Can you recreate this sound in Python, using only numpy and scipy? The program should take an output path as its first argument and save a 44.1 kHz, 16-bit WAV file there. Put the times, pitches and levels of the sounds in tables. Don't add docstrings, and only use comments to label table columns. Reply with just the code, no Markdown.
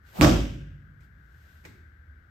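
import sys
import numpy as np
from scipy import signal
from scipy.fft import rfft, irfft, next_fast_len
from scipy.io import wavfile
from scipy.ndimage import map_coordinates

SR = 44100
rng = np.random.default_rng(int(sys.argv[2]) if len(sys.argv) > 2 else 0)


def put_to_file(sound):
    columns = np.atleast_2d(sound).T
    safe = np.clip(columns, -1, 1)
    whole_steps = np.round(safe * 32767)
    wavfile.write(sys.argv[1], SR, whole_steps.astype(np.int16))


N = 101429
SLAM_S = .2115

# (frequency [Hz], relative density [dB])
SLAP_SPECTRUM = [(200, -10), (900, 1), (2500, -1), (5000, -9), (8000, -16), (15000, -24.5)]
# (frequency [Hz], relative density [dB])
AFTERGLOW_SPECTRUM = [(40, -32.5), (90, 7.5), (160, 0), (300, -20), (600, -38.5), (2000, -64.5)]


def amp(db):
    return 10 ** (np.asarray(db) / 20)


def unit(x):
    return x / np.sqrt(np.mean(x ** 2) + 1e-20)


def along(points, hz):
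    f, v = np.transpose(points)
    return np.interp(np.log(hz + 1), np.log(f + 1), v)


def since(s):
    return np.maximum(np.arange(N) / SR - s, 0)


def strike(s, rise, t60):
    t = since(s)
    return (1 - np.exp(-t / rise)) * amp(-60 * t / t60)


def pan(db):
    return amp(np.array([[db], [-db]]) / 2)


def wobble(rate):
    return map_coordinates(rng.standard_normal(N // 8), [np.arange(N) * rate / SR], order=1)


def filtered(x, response):
    size = next_fast_len(N + 8192)
    return irfft(rfft(x, size) * response(np.fft.rfftfreq(size, 1 / SR)), size)[..., :N]


def diffuse(spectrum):
    # (frequency [Hz], correlation [1])
    correlation = [(60, .995), (130, .95), (290, .85), (640, .35), (1410, 0), (3100, .14), (7000, .1),
                   (15000, .2)]

    def mid_and_side(hz):
        angle = np.arccos(np.clip(along(correlation, hz), -1, 1)) / 2
        return amp(along(spectrum, hz)) * [np.cos(angle), np.sin(angle)]

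    mid, side = filtered(rng.standard_normal((2, N)), mid_and_side)
    return unit(np.array([mid + side, mid - side]))


def reverberation(s, spectrum, held):
    # (frequency [Hz], t60 [s])
    decay_times = [(60, 1), (160, 0.53), (320, 0.67), (600, 0.46), (1200, .47), (2000, 0.66), (2800, .72),
                   (4200, 0.56), (7000, 0.53), (13000, .52)]
    # (frequency [Hz], duration [s])
    hold_times = [(80, .085), (300, .07), (1000, .045), (3000, 0.016), (12000, 0.025)]
    hz, t, bins = signal.stft(diffuse(spectrum), SR, nperseg=512)
    age = np.maximum(t - s - held * along(hold_times, hz)[:, None], 0)
    decay = amp(-60 * age / along(decay_times, hz)[:, None])
    tail = signal.istft(bins * decay, SR, nperseg=512)[1][:, :N]
    return tail * (1 - np.exp(-since(s) / .007))


def ventilation():
    # (frequency [Hz], relative density [dB])
    rumble = [(20, -16), (35, -11.5), (55, 4.5), (90, 0), (140, -10.5), (260, -19.5), (500, -29),
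              (900, -33), (2600, -45), (4000, -48.5), (7500, -54), (13000, -50.5), (16000, -57)]
    # (frequency [Hz], relative density [dB])
    duct = [(800, -41), (1150, -15.5), (1400, -5.5), (1560, 2.5), (1750, -7), (2050, -11.5), (2500, -27),
            (3500, -29), (5000, -36), (8000, -45.5)]
    drone_hz, t = 76, since(1.3)
    phase = 2 * np.pi * drone_hz * t + .33 * wobble(9.5)
    drone = amp(-49.5 + 3.5 * wobble(7)) * (1 - np.exp(-t / .073)) * np.sin(phase)
    return amp(-53) * diffuse(rumble) + amp(-64.5) * pan(db=15.5) * diffuse(duct) + drone


def clothes():
    # (time [s], half width [s], level [dB])
    rustles = [(0.093, 0.029, -58.5), (0.181, 0.026, -45), (1.035, .025, -68.5), (1.22, .04, -86),
               (1.331, 0.045, -91), (1.518, 0.15, -65)]
    # (frequency [Hz], relative density [dB])
    cloth = [(300, -1.5), (1500, 1), (3000, -0.5), (5000, -5), (8000, -9.5), (13000, -6), (16000, -21)]
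    t = np.arange(N) / SR
    swell = sum(amp(db) * np.exp(-((t - s) / width) ** 2 / 2) for s, width, db in rustles)
    return swell * amp(.86 * wobble(290)) * diffuse(cloth)


def catches():
    # (time [s], level [dB])
    contacts = [(1.006, -64.5), (1.64, -60), (1.6499, -44.5)]
    # (frequency [Hz], relative density [dB])
    palm = [(60, -24), (150, -26), (320, 11.5), (550, -5.5), (900, -5), (1500, -6.5), (2200, 4),
            (3200, -13.5), (5000, -14), (8000, -16.5), (13000, -22), (16000, -26)]
    # (frequency [Hz], relative density [dB])
    palm_echo = [(60, -6), (150, 8.5), (250, 1.5), (390, 1.5), (520, -12.5), (950, -12), (1500, -16),
                 (2150, -6.5), (3000, -23), (3600, -16.5), (6000, -22.5), (13000, -28.5), (16000, -31)]
    out = 0
    for s, db in contacts:
        pat = 2 * strike(s, rise=.0006, t60=.091) * diffuse(palm) + amp(-16) * ball_ring(s)
        echo = amp(-1) * reverberation(s, palm_echo, held=False)
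        afterglow = amp(-3) * strike(s, rise=.026, t60=.77) * diffuse(AFTERGLOW_SPECTRUM)
        out = out + amp(db) * (pat + echo + afterglow)
    return out


def whistle():
    centre_hz, glide_hz_per_s, half_width_s = 918, 6600, .029
    t = np.arange(N) / SR - .2
    phase = 2 * np.pi * (centre_hz * t + glide_hz_per_s * t ** 2 / 2)
    bands = [unit(wobble(1100) * np.sin(phase) + wobble(1100) * np.cos(phase)) for _ in range(2)]
    return amp(-38.5) * np.exp(-(t / half_width_s) ** 2 / 2) * np.array(bands)


def swish():
    # (frequency [Hz], relative density [dB])
    air = [(30, 2.5), (110, 7.5), (300, -13.5), (500, -15.5), (800, -13), (1400, -15.5), (3000, -84.5),
           (8000, -20)]
    peak_s, slope_db_per_s = .23, 339
    return amp(-27.5 - slope_db_per_s * abs(np.arange(N) / SR - peak_s)) * diffuse(air)


def stamp():
    # (frequency [Hz], relative density [dB])
    footfall = [(30, -24.5), (80, -14), (170, 3.5), (300, -9), (550, -22), (1200, -37), (3000, -38),
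                (8000, -52)]
    return amp(-13.5) * strike(.185, rise=.022, t60=.25) * diffuse(footfall)


def hall_response():
    # (frequency [Hz], level [dB], rise [s], t60 [s])
    room_modes = [(52.77, -12, 0.036, 0.93), (100.4, -29, 0.12, 1.3), (145.7, -32.5, .05, 2.12)]
    # (frequency [Hz], relative density [dB])
    roar_spectrum = [(25, -27.5), (52, -2), (110, -1.5), (170, -1.5), (320, -3.5), (440, -15), (620, -8.5),
                     (900, -17.5), (1300, -14.5), (2000, -23), (3200, -19.5), (4200, -25), (5500, -21.5),
                     (8000, -30), (13500, -38), (16000, -49.5)]
    # (frequency [Hz], left minus right [dB])
    balance = [(60, -1), (200, -.5), (420, -3), (700, -5), (1300, 1.5), (1950, -3), (2800, 1), (4000, 2),
               (5000, 6), (6500, 1), (8000, 0)]
    boom = sum(amp(db) * strike(SLAM_S, rise, t60) * np.sin(2 * np.pi * hz * since(SLAM_S))
               for hz, db, rise, t60 in room_modes)
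    roar = reverberation(SLAM_S, roar_spectrum, held=True) * amp(.8 * wobble(400))
    roar = filtered(roar, lambda hz: amp(np.outer([.5, -.5], along(balance, hz))))
    afterglow = strike(SLAM_S, rise=.05, t60=2.1) * diffuse(AFTERGLOW_SPECTRUM)
    return boom + amp(-13.5) * roar + amp(-32) * afterglow


def wall_echoes():
    # (delay [s], relative thud level [dB], slap left minus right [dB])
    reflections = [(.0058, -10, -10.5), (.0112, -12, 1), (0.027, -2, 1.5), (0.033, -12.5, -33),
                   (0.057, -12.5, 1.5), (0.074, -1.5, -4)]
    loss_db_per_s = 320.5
    out = 0
    for delay, thud_db, side_db in reflections:
        s = SLAM_S + delay
        slap = amp(-15 - loss_db_per_s * delay) * strike(s, rise=.0005, t60=.026) * diffuse(SLAP_SPECTRUM)
        thud = amp(-14.5 + thud_db) * ball_ring(s, longest_t60=.053)
        out = out + pan(side_db) * slap + thud
    return out


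def ball_ring(s, longest_t60=1):
    # (frequency [Hz], level [dB], t60 [s], left minus right [dB])
    modes = [(158, -2.5, .09, 0.5), (276, -3, 0.13, 0), (299.2, -1.5, 0.35, 0), (438, -19, .25, -3),
             (558, -10.5, 0.6, 1.5), (580, -23.5, .42, -6), (804, -22, 0.19, -5.5),
             (1053, -18.5, 0.23, -1.5), (1139.3, -11.5, 0.42, 0.5), (1382, -19, .32, 1.5)]
    t = since(s)
    drift_rad_per_khz = (1 - np.exp(-t / .0078)) * np.array([wobble(20), wobble(20)])
    out = 0
    for hz, db, t60, side_db in modes:
        envelope = amp(db) * strike(s, rise=.0008, t60=min(t60, longest_t60))
        phase = 2 * np.pi * hz * t + drift_rad_per_khz * hz / 1000
        out = out - pan(side_db) * envelope * np.sin(phase)
    return out


def slam():
    slap = strike(SLAM_S, rise=.0001, t60=.004) * diffuse(SLAP_SPECTRUM)
    return amp(-3.5) * pan(db=-8) * slap + amp(-11.5) * ball_ring(SLAM_S)


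def scene():
    throw = swish() + stamp() + whistle()
    impact = slam() + wall_echoes() + hall_response()
    return throw + impact + clothes() + catches() + ventilation()


def record(dry):
    # (frequency [Hz], gain [dB])
    mid_response = [(20, -14), (42, -2.5), (8400, -1.5), (9000, -7), (9400, -23.5), (10000, -34),
                    (10700, -19), (11300, -1)]
    # (frequency [Hz], gain [dB])
    side_response = [(20, -19.5), (150, 1), (8400, -3), (10000, -2.5), (11300, -0.5), (13000, -7.5)]
    ceiling, cutoff_hz = .95, 15700
    mid = filtered((dry[0] + dry[1]) / 2, lambda hz: amp(along(mid_response, hz)))
    side = filtered((dry[0] - dry[1]) / 2, lambda hz: amp(along(side_response, hz)))
    stereo = np.array([mid + side, mid - side])
    rounded = stereo / (1 + np.abs(stereo / ceiling) ** 14) ** (1 / 14)
    return filtered(rounded, lambda hz: 1 / np.sqrt(1 + (hz / cutoff_hz) ** 120))


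dry = scene()
out = record(dry)
put_to_file(out)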